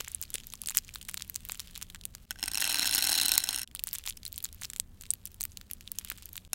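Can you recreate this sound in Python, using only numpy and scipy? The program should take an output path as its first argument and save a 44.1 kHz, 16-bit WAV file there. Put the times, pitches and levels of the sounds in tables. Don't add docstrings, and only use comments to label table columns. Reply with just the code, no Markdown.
import sys
import numpy as np
from scipy import signal
from scipy.fft import rfft, irfft
from scipy.io import wavfile

SR = 44100
rng = np.random.default_rng(int(sys.argv[2]) if len(sys.argv) > 2 else 0)


def wav_out(sig):
    wavfile.write(sys.argv[1], SR, np.round(np.clip(np.atleast_2d(sig).T, -1, 1) * 32767).astype(np.int16))


def voltage_ratio(level):
    return 10 ** (np.asarray(level, float) / 20)


N = 288414
GRAIN, LEAD = 2048, 64

# t/s, energy level/dB, ring f/Hz, relative low-part level/dB
TEAR_SNAPS = [(0.0044, -14, 3270, -45), (0.0078, -10, 6270, -6), (0.0773, -20, 1890, 27),
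              (0.0815, -14.5, 7350, -35), (0.1177, -18, 9600, -44), (0.1478, -6, 10200, -83),
              (0.2146, -8, 15700, -33), (0.226, -11.5, 6960, -27), (0.3037, -18, 12000, -21),
              (0.3415, -7, 9600, -23), (0.3445, -16, 3400, -28), (0.3497, -14, 9550, -16),
              (0.3552, -8.5, 3470, -19), (0.3826, -19, 2900, -16), (0.4358, -27.5, 2860, -14),
              (0.4697, -17.5, 13100, -44), (0.5368, -13, 9500, -12.5), (0.6173, -11, 11500, -26),
              (0.6364, -21, 5800, 2), (0.66, -15, 6540, -46), (0.673, -8, 9300, -25),
              (0.6865, -8, 9500, -14), (0.6967, -9.5, 7640, -48), (0.706, -12.5, 9600, -8),
              (0.7108, -22, 9400, 5), (0.7496, -13, 5460, -7), (0.7714, 5, 14500, -22),
              (0.7797, -3, 7340, -16), (0.7858, -5, 5200, -19.5)]
# t/s, energy level/dB, ring f/Hz, relative low-part level/dB
SPREAD_SNAPS = [(0.881, -28, 5230, -12), (0.949, -20, 14500, -20), (0.9578, -13.5, 2480, -5),
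                (1.0135, -21.5, 3150, -18), (1.0895, -15, 2730, -8), (1.0957, -13.5, 9250, -7),
                (1.1132, -21, 14800, -8), (1.1431, -9, 8600, -7), (1.1724, -16, 4050, -11),
                (1.1757, -13, 4230, -3), (1.2077, -24.5, 1900, 8), (1.222, -11.5, 3860, -20),
                (1.2978, -11, 12500, -19), (1.3547, -16, 6200, -9), (1.3597, -7, 7140, -20),
                (1.4513, -16, 13900, -22), (1.4968, -13, 1680, 4), (1.52, -8.5, 8250, -14),
                (1.546, -21, 8500, -7), (1.5961, -12.5, 3470, -18), (1.6022, -12.5, 5650, -15),
                (1.7597, -18, 1970, -18), (1.777, -15, 12600, -9), (1.8144, -19.5, 11900, -9),
                (1.823, -18, 5540, -5), (1.827, -12.5, 5950, -19), (1.9008, -21, 4150, -17),
                (1.9474, -18.5, 6400, 1.5), (2.0536, -8.5, 8800, -23), (2.1508, -17, 5170, -9)]
# t/s, energy level/dB, ring f/Hz, relative low-part level/dB
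RETEAR_SNAPS = [(3.6757, -19.5, 3300, -30), (3.7501, -10, 8900, -17), (3.794, -13.5, 2800, -17),
                (3.838, -4, 14100, -27), (3.8719, -11, 9900, -13), (3.877, -17, 10000, -36),
                (3.889, -16, 8350, -30), (3.9302, -8.5, 14500, -23), (3.9384, -10.5, 12300, -18),
                (3.9519, -12, 7850, -11), (3.958, -17, 3070, -27), (3.9848, -13, 11100, -17),
                (4.055, -23, 3360, -6), (4.062, -15, 10000, -10), (4.065, -14, 6900, -20),
                (4.0754, -9.5, 2900, -7), (4.098, -10.5, 9600, -36), (4.1072, -16, 3650, -52),
                (4.174, -21.5, 5460, -28), (4.2524, -13, 9200, -29), (4.264, -13.5, 3850, -72),
                (4.279, -17.5, 13000, -39), (4.3277, -14, 14800, -36), (4.3607, -19, 8100, -41),
                (4.379, -5, 16800, -39), (4.427, -18, 13900, -35), (4.441, -9.5, 13500, -35),
                (4.4459, -7.5, 7400, -39), (4.4545, -14, 4140, -10)]
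# t/s, energy level/dB, ring f/Hz, relative low-part level/dB
PULL_SNAPS = [(4.6181, -19, 7200, -9), (4.621, -19.5, 7300, 4), (4.6344, -13, 7800, -22),
              (4.644, -19, 6800, 0), (4.648, -13.5, 3360, -24), (4.6531, -15, 5470, -11),
              (4.7009, -14.5, 8100, -15), (4.7345, -16, 8900, -10), (4.7624, -15, 6850, -4),
              (4.7992, -1.5, 7800, -30), (5.011, -20, 7300, -26), (5.0365, -24.5, 3740, -7),
              (5.055, -28, 2900, -3), (5.1056, 1.5, 8340, -98), (5.112, -13, 9600, -45),
              (5.1369, -8.5, 12500, -37), (5.255, -12.5, 12500, -27.5), (5.2719, -24, 8950, -28),
              (5.317, -31, 15100, -28), (5.409, -8.5, 8500, -13), (5.438, -6.5, 13900, -21),
              (5.4525, -8.5, 14500, -13)]
# t/s, energy level/dB, ring f/Hz, relative low-part level/dB
FOLD_SNAPS = [(5.5192, -30, 6870, -44), (5.5723, -14.5, 3940, -15.5), (5.613, -23, 4050, -1),
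              (5.7007, -30, 2020, -11), (5.7124, -11, 11600, -25), (5.734, -13, 12200, -60),
              (5.809, -23, 7400, -5), (5.8766, -17.5, 3620, -56), (5.9176, -8, 14200, -27),
              (5.9866, -6, 6040, -21), (5.957, -29, 9650, -38), (5.996, -23, 10000, -29),
              (6.012, -33, 3000, 4), (6.0483, -15, 10200, -14), (6.101, -7.5, 13800, -18),
              (6.116, -16.5, 1800, 22), (6.1204, -18, 10300, -3), (6.176, -27, 9600, -10),
              (6.185, -28, 7100, -4), (6.224, -25, 7900, -4), (6.257, -16.5, 13100, -25),
              (6.331, -19, 13000, -55), (6.3564, -19, 7160, -10), (6.3668, -15.5, 12900, -36),
              (6.3785, -14.5, 3420, -12.5), ]
SNAPS = np.vstack([TEAR_SNAPS, SPREAD_SNAPS, RETEAR_SNAPS, PULL_SNAPS, FOLD_SNAPS])
# t/s, energy level/dB, ring f/Hz
LIGHT_CREASES = [(0.0442, -30, 3020), (0.0467, -19, 2900), (0.4017, -22, 3100), (0.5019, -23, 6550),
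                 (0.5236, -24, 3900), (0.5544, -22, 6400), (0.7134, -19, 9000), (0.7214, -23, 2700),
                 (0.767, -22, 2000), (0.8478, -26, 6900), (0.8914, -20, 2380), (0.9386, -25, 6900),
                 (0.9409, -20, 5900), (1.0167, -24, 9000), (1.028, -21, 6600), (1.051, -23.5, 8300),
                 (1.1973, -21, 3500), (1.211, -23, 5100), (1.4882, -13.5, 13300), (1.5547, -23.5, 3100),
                 (1.7538, -18.5, 3580), (1.951, -25, 1480), (1.959, -23, 1600), (2.0123, -23, 3700),
                 (2.0374, -24, 2700), (3.7134, -31, 2480), (3.761, -20, 3400), (3.7985, -22, 10200),
                 (3.9118, -23, 5000), (3.9325, -14, 4470), (3.9554, -15, 7900), (3.9886, -23, 6000),
                 (4.039, -21.5, 3340), (4.0793, -22, 12400), (4.085, -12, 7140), (4.1251, -25, 3500),
                 (4.1709, -21.5, 10100), (4.2322, -21, 4280), (4.3218, -26.5, 3650), (4.343, -24, 4700),
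                 (4.385, -18, 8600), (4.404, -21, 3700), (4.489, -27.5, 3700), (4.5278, -20.5, 10300),
                 (4.614, -20, 7040), (4.7026, -23, 9900), (5.0221, -22, 14400), (5.0648, -27.5, 3200),
                 (5.2754, -24, 9300), (5.3442, -24.5, 11800), (5.4032, -25, 7800), (5.4166, -7.5, 9000),
                 (5.43, -14, 6500), (6.2906, -22.5, 13900), (6.4501, -28.5, 3540)]
# t/s, energy level/dB, ring f/Hz
FURTHER_TICKS = [(0.0994, -37, 4700.0), (0.2287, -19, 9200.0), (0.2537, -28, 4300.0),
                 (0.3324, -30, 3200.0), (0.5271, -25, 6500.0), (0.6882, -18, 9100.0),
                 (0.7585, -17, 12700.0), (0.7628, -20, 6200.0), (1.2784, -27, 12400.0),
                 (1.3443, -19, 7300.0), (1.4059, -28, 2940), (1.5114, -22, 12600.0),
                 (1.5174, -23.0, 8800.0), (1.5745, -25, 13300.0), (1.6741, -25.5, 3700.0),
                 (1.7102, -27, 11300.0), (1.7462, -31, 3100.0), (3.7525, -21, 8360),
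                 (3.7706, -26.0, 3600.0), (3.9472, -20.0, 10200.0), (3.9765, -40, 1700.0),
                 (4.2727, -27.0, 7700.0), (4.5464, -24, 13400.0), (4.6294, -24, 3200.0),
                 (4.7713, -26, 7400.0), (4.7837, -28, 12700.0), (5.2618, -21, 6000.0),
                 (6.2298, -29, 2300.0)]


def foil():
    s, db, hz, low_db = np.transpose(SNAPS)
    clear = place(s, voltage_ratio(db + 1.5)[:, None] * snaps(hz, low_db))
    s, db, hz = np.transpose(np.vstack([LIGHT_CREASES, FURTHER_TICKS]))
    light = place(s, voltage_ratio(db)[:, None] * snaps(hz, np.full(len(s), -22.0), size=512))
    return clear + light + rips() + thumps() + rubbing()


# f/Hz, level/dB (per Hz)
FOIL_SPECTRUM = [(180, -69), (300, -10), (685, -16), (3070, -0.5), (5730, -4.5), (7380, -0.5),
                 (11300, -2.5), (15200, -0.5), (16900, -0.5)]


def snaps(hz, low_db, size=GRAIN):
    f = np.fft.rfftfreq(size, 1 / SR)
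    hz, low_db = hz[:, None], low_db[:, None]
    ring = 1 / (1 + ((f - hz) / (0.14 * hz)) ** 2)
    broad = 1.17 * voltage_ratio(0.33 * (low_db + 8)) * colour(f, FOIL_SPECTRUM) / (1 + (f / (2.3 * hz)) ** 2)
    low_cut = f ** 2 / (f ** 2 + np.minimum(3500.0, hz) ** 2)
    crack = unit((ring + broad) * low_cut)
    bump = np.exp(-(np.log(np.maximum(f, 1) / 1600) / 0.76) ** 2)
    low = voltage_ratio(low_db - 4.5) * unit(bump)
    strikes = burst(len(hz), t60=0.0037, tail_db=-27.5, tail_t60=0.043, strike=3.47, size=size)
    return unit(irfft(rfft(strikes) * (crack + low)))


# t/s, duration/s, energy level/dB, ring f/Hz
RIPS = [
    (0.233, 0.0052, -16, 9000),
    (0.746, 0.0095, -16, 5000),
    (1.084, 0.0085, -12.5, 10000),
    (3.943, 0.011, -14, 9000),
    (4.0895, 0.0077, -10.5, 9050),
    (6.083, 0.0055, -20.5, 5000),
]


def rips():
    s, length, db, hz = np.transpose(RIPS)[:, :, None]
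    count = 24
    chance = rng.random(size=(len(RIPS), 2, count))
    pitch = np.minimum(hz * 4.4 ** (chance[:, 1] - 0.5), 16000).ravel()
    weight = np.repeat(voltage_ratio(db) / np.sqrt(count), count, axis=0)
    grains = weight * snaps(pitch, np.full(len(pitch), -14.0), size=512)
    return place((s + length * chance[:, 0] ** 1.2).ravel(), grains)


# t/s, peak level/dB, f/Hz
KNOCKS = [
    (.004, -36.5, 464),
    (0.3487, -37, 462),
    (.538, -42, 1100),
    (1.496, -48, 496),
    (6.116, -43, 325),
]


def thumps():
    s, db, hz = np.transpose(KNOCKS)
    t = np.arange(512) / SR
    return place(s, voltage_ratio(db)[:, None] * np.sin(2 * np.pi * hz[:, None] * t) * np.exp(-t / 0.0026))


# t/s, level/dB
GRIP = [(0.0, -50.5), (0.37, -56.5), (0.61, -57.5), (0.73, -55.5), (1.24, -56.5), (1.68, -52),
        (2.04, -63.5), (2.27, -55), (2.36, -58.5),
        (3.68, -68), (3.84, -56.5), (3.96, -52.5), (4.14, -61.5), (4.61, -56), (4.83, -62.5),
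        (5.78, -61), (6.14, -55), (6.5, -61.5)]
PALM_S, PALM_LENGTH_S, PALM_DB = 6.07, 0.12, 5
DULL_DB, DULL_PER_DB = 33, 0.5009


def rubbing():
    f, t = np.fft.rfftfreq(N, 1 / SR), np.arange(N) / SR
    hiss = irfft(rfft(rng.standard_normal(N)) * colour(f, FOIL_SPECTRUM), N)
    sparse = crackle(rng.random(size=330) * N / SR, 0, spread_db=5.5)
    dense = crackle(rng.random(size=5000) * N / SR, 0, spread_db=4.5)
    both = voltage_ratio(-3.0) * rms1(dense) + voltage_ratio(-7.0) * rms1(sparse) + voltage_ratio(-7.5) * rms1(hiss)
    dull = irfft(rfft(both) / (1 + (f / 5000) ** 4), N)
    grip_db = curve(GRIP)
    tilt = voltage_ratio((DULL_DB + DULL_PER_DB * grip_db) / 2)
    palm = voltage_ratio(PALM_DB * np.exp(-((t - PALM_S) / PALM_LENGTH_S) ** 2))
    held = (t < CUTS_S[0] + 0.14) | (t > CUTS_S[1])
    return held * voltage_ratio(grip_db + work()) * (dull * tilt * palm + (both - dull) / tilt)


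def crackle(s, db, spread_db=8.5):
    chance = rng.random((len(s), 2)).T
    tiny = snaps(2500 * 7.2 ** chance[0], np.full(len(s), -14.0), size=512)
    return place(s, tiny * voltage_ratio(db - spread_db * np.log(1 - 0.97 * chance[1]))[:, None])


WORK_S, WORK_DB, REST, WORK_BEFORE = 0.011, 14, 0.44, 0.25


def work():
    hop = 64
    late = np.arange(0, N, hop)[:, None] / SR - np.transpose(SNAPS)[0]
    near = (np.exp(-np.abs(late) / WORK_S) * np.where(late > 0, 1, WORK_BEFORE)).sum(axis=1)
    return np.repeat(WORK_DB * np.log10(REST + near), hop)[:N]


# t/s, energy level/dB, treble-over-middle level/dB
FIRST_BEADS = [(2.3079, -3.5, -6.0), (2.4281, -2.5, -15), (2.4379, -4.5, -12), (2.4588, -10, 10),
               (2.4788, -6.5, -8), (2.4821, -5.5, -17), (2.5157, -9, -6), (2.5347, -9, -2),
               (2.5454, -4.5, -12), (2.5543, -4, -7), (2.5736, -2, -10), (2.5811, -5, -13),
               (2.5995, -11, -8), (2.6049, -3, 5), (2.6124, -9, -4), (2.615, -3, 8), (2.6224, -1, -11),
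               (2.6423, -1, -1.0), (2.6519, -5.5, -12), (2.6642, -16, -9.0), (2.6757, -3, -6),
               (2.695, -5.0, -1.0), (2.6975, -5, 0), (2.7005, -6, -6), (2.7082, -9, -7), (2.7175, -6, -4),
               (2.726, -5, 8), (2.744, 0, -9), (2.7562, -4, -10), (2.7703, -8.0, -5.0), (2.7856, -4.5, -5),
               (2.7945, 1, -8), (2.8114, -10, -8), (2.8205, -5, -6), (2.8247, -9, -5), (2.8287, -1, -15),
               (2.8318, -7.5, -10), (2.8446, -6, -4), (2.856, -2.5, -2), (2.8602, -6, -13),
               (2.8661, -6.5, -2), (2.8702, -4.5, -1)]
# t/s, energy level/dB, treble-over-middle level/dB
STREAM_BEADS = [(2.8747, 0, -6), (2.8933, -4, -1), (2.911, -1, 12), (2.9254, -4, 1), (2.932, -4, -11),
                (2.936, -8, -3.0), (2.9398, -2, -5), (2.9465, -10, 5), (2.9488, 3.5, 9), (2.9549, -12, -2),
                (2.9577, 0.0, 2.0), (2.9666, -12, -5), (2.97, -6.5, -10), (2.9801, 1, 4), (2.9849, -3, 3.0),
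                (2.9887, -2.5, 2), (2.9992, -17, 3), (3.002, -13, -5.0), (3.008, -8, -6),
                (3.0197, -14, -10.0), (3.0239, 2, 3), (3.0282, -8, -5), (3.036, -8.5, -2), (3.0397, -4, 6),
                (3.0421, -1, -4), (3.0501, -2.0, 1), (3.0679, -5, -11), (3.0718, 0.5, -6),
                (3.0867, -5.0, -7.0), (3.0933, 0.5, -12), (3.0996, -2, -3), (3.1128, -5, 0), (3.1183, 0, 3),
                (3.1252, -7, -12), (3.1292, 2, -1.0), (3.1409, -4, -9), (3.1495, -6, -2.0),
                (3.1534, 0.5, 0.0), (3.1592, -4, -3), (3.1764, -4, -14), (3.1795, 0, 5), (3.1825, -4.5, -8)]
# t/s, energy level/dB, treble-over-middle level/dB
LAST_BEADS = [(3.1871, -1, -10), (3.1991, 0.5, -10), (3.213, 2, 0.0), (3.2185, -1.5, -3), (3.2252, -10, -4),
              (3.2283, -7, -9), (3.2329, -2, 3), (3.2509, -14, 3), (3.2555, -1.5, -1), (3.26, 1.5, 1.0),
              (3.2823, 1.5, -10), (3.292, -0.5, -4), (3.3178, 5, -4), (3.3205, -5, -1), (3.3311, -12.5, 4),
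              (3.3375, -1.5, 5.5), (3.3403, -6, 11), (3.3496, -5, -2), (3.3545, -3, 1), (3.3755, -18, 2.5),
              (3.3787, 9, 4.5), (3.3875, -11.0, 2), (3.3975, -13, 0), (3.4029, -7.5, -4), (3.421, -18, -1),
              (3.4384, -4.5, -6), (3.4405, -2, 3), (3.4495, -21, -6), (3.462, -17, -3), (3.4724, -12, -3.0),
              (3.4894, 1, -4), (3.5083, -7, 7), (3.5291, -7, 1), (3.5352, -14, -3), (3.5451, -5, -1),
              (3.5546, -14, -4), (3.5604, -3.5, -3), (3.5766, -10, -8), (3.5856, -8, -6), (3.5936, -9.5, 1),
              (3.5998, -17, -8), (3.6169, -7.5, 3), (3.6316, -10, -2)]
# t/s, energy level/dB, treble-over-middle level/dB
OTHER_BEADS = [
    (2.314, -14.5, -22),
    (2.358, -24.5, -43),
    (2.388, -23.5, -25),
    (2.395, -21, -16),
    (2.407, -27, -1),
    (2.419, -25, 9),
    (6.5318, 2, 8),
    (6.536, -23, -11),
]
# t/s, level/dB
POUR_FLOW = [
    (2.37, -68),
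    (2.43, -52),
    (2.56, -51.5),
    (2.64, -38.5),
    (3.34, -38.5),
    (3.44, -46),
    (3.54, -45.5),
    (3.64, -47.5),
]


def beads():
    s, db, treble_db = np.transpose(np.vstack([FIRST_BEADS, STREAM_BEADS, LAST_BEADS, OTHER_BEADS]))
    landings = place(s, voltage_ratio(db - 0.44)[:, None] * drops(s, 3.0 + 0.4 * treble_db))
    chance = rng.random(size=(330, 3)).T
    s = evenly(chance[0], POUR_FLOW[0][0], POUR_FLOW[-1][0])
    size_gain = voltage_ratio(-2.8 * np.log(1 - 0.97 * chance[2]))[:, None]
    patter = place(s, drops(s, -12 + 8 * chance[1]) * size_gain)
    t = np.arange(N) / SR
    seen = (t < CUTS_S[1]) | (t > CUTS_S[2])
    return (landings + voltage_ratio(curve(POUR_FLOW) - 4.5) * rms1(patter)) * seen


# f/Hz, bandwidth/Hz, level/dB
TRAY_MODES = [(296, 56, -15), (824, 240, -12.5), (1538, 78, -7), (1954, 220, -11.5), (2700, 124, -6.5),
              (3150, 510, -3.5), (4095, 177, 3.5), (5414, 186, -1), (6640, 330, -3.5), (8350, 420, -2.5),
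              (9600, 1180, 3), (11900, 1700, 2)]
WELL = 6
FILL_DB_PER_S, FULL_S = 15, 2.98
COVERED_S, COVERED_DB = 3.42, -5.5
BARE_HZ, BARE_DB_PER_S = 2900, -2


def drops(s, sharp_db, size=GRAIN):
    t = np.arange(size) / SR
    hz, width, db = np.transpose(TRAY_MODES)
    chance = rng.standard_normal((len(sharp_db), 3, len(hz)))
    sharpness = 0.47 * sharp_db[:, None] * np.log2(np.maximum(hz, 2600) / 4500)
    gain = width * voltage_ratio(db + 1.9 * chance[:, 0] + sharpness)
    gain[:, WELL] *= voltage_ratio(FILL_DB_PER_S * np.minimum(s - FULL_S, 0) + COVERED_DB * (s > COVERED_S))
    gain[:, hz < BARE_HZ] *= voltage_ratio(BARE_DB_PER_S * (np.minimum(s, CUTS_S[1]) - FULL_S))[:, None]
    ring = 0
    for k in range(len(hz)):
        detuned_hz = hz[k] * (1 + 0.014 * chance[:, 1, k, None])
        phase = 2 * np.pi * detuned_hz * t + np.pi * chance[:, 2, k, None]
        ring = ring + gain[:, k, None] * np.sin(phase) * np.exp(-np.pi * 1.45 * width[k] * t)
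    ring = ring * np.minimum(t / 0.00081, 1)
    contact = burst(len(sharp_db), t60=0.0068, tail_db=-22.0, tail_t60=0.043, strike=6.2, size=size)
    hollow = 1 - 0.78 * np.exp(-((np.fft.rfftfreq(size, 1 / SR) - 480) / 110) ** 2)
    body = unit(irfft(rfft(ring) * rfft(contact) * hollow))
    tick = unit(np.diff(contact, prepend=0) * np.exp(-t / 0.006))
    return unit(body + voltage_ratio(sharp_db[:, None] - 7.5) * tick)


# f/Hz, level/dB (per Hz)
AIR_SPECTRUM = [(12, -39), (20, 11.5), (90, -2), (140, -6), (210, -10.5), (315, -16), (778, -26),
                (1800, -31), (5000, -50)]
# f/Hz, bandwidth/Hz, level/dB
ROOM_MODES = [(79.4, 5.1, 0.5), (188.6, 5.9, 2), (230.6, 5.1, 5)]


def room():
    f = np.fft.rfftfreq(N, 1 / SR)
    boom = 1 + sum(voltage_ratio(db) / (1 + ((f - hz) / width) ** 2) for hz, width, db in ROOM_MODES)
    rumble = irfft(rfft(rng.standard_normal(N)) * colour(f, AIR_SPECTRUM) * boom, N)
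    return voltage_ratio(-54.5) * rms1(rumble) + voltage_ratio(-102.5) * rng.standard_normal(N)


# f/Hz, level/dB, start t/s, end t/s
MOTORS = [
    (75.7, -64, -0.5, 6.6),
    (122, -67, -0.5, 3.5),
    (182, -67.5, 1, 2.1),
    (94.4, -64, 4.5, 6.48),
    (194.6, -72, 5, 7.2),
]


def hum():
    t, out = np.arange(N) / SR, 0
    for hz, db, start, end in MOTORS:
        knots = np.linspace(0, t[-1], num=25)
        drift, swell = (np.interp(t, knots, c) for c in rng.standard_normal(size=(2, 25)))
        phase = 2 * np.pi * np.cumsum(hz * (1 + 0.01174 * drift)) / SR
        tone = np.sqrt(2) * voltage_ratio(db + 1.9 * swell) * np.sin(phase)
        out = out + tone * (t >= start) * (t < end)
    return out


def burst(count, t60, tail_db, tail_t60, strike, size=GRAIN):
    t = np.arange(size) / SR
    fall = voltage_ratio(-60 * t / t60) + voltage_ratio(tail_db - 60 * t / tail_t60)
    return rng.standard_normal((count, size)) * fall + strike * (t == 0)


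def place(s, grains):
    out = np.zeros(N + GRAIN)
    start = np.clip(s * SR, 0, N).astype(int)
    np.add.at(out, start[:, None] + np.arange(grains.shape[1]), np.roll(grains, LEAD, axis=1))
    return out[LEAD:N + LEAD]


def evenly(chance, start_s, end_s):
    return start_s + (np.arange(len(chance)) + chance) / len(chance) * (end_s - start_s)


def curve(table):
    s, db = np.transpose(table)
    return np.interp(np.arange(N) / SR, s, db)


def colour(hz, points):
    f, db = np.transpose(points)
    return voltage_ratio(np.interp(np.log(np.maximum(hz, 1)), np.log(f), db))


def unit(x):
    return x / np.sqrt(np.sum(x ** 2, axis=-1, keepdims=True))


def rms1(x):
    return x / np.sqrt(np.mean(x ** 2))


CUTS_S = [
    2.256,
    3.647,
    6.477,
]


def scene():
    t = np.arange(N) / SR
    fade = np.prod([np.where(t < s, 1, np.clip((t - s) / 0.062, 0.02, 1)) for s in CUTS_S], axis=0)
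    return ((foil() + beads() + room() + hum()) * fade)[None]


def roll_off(x):
    return signal.sosfilt(signal.butter(12, 17020, fs=SR, output="sos"), x)


def record(dry):
    low_pass = signal.ellip(8, 0.2, 60, 16000, fs=SR, output="sos")
    mix = signal.sosfilt(low_pass, dry)
    return roll_off(mix)


dry = scene()
out = record(dry)
wav_out(out)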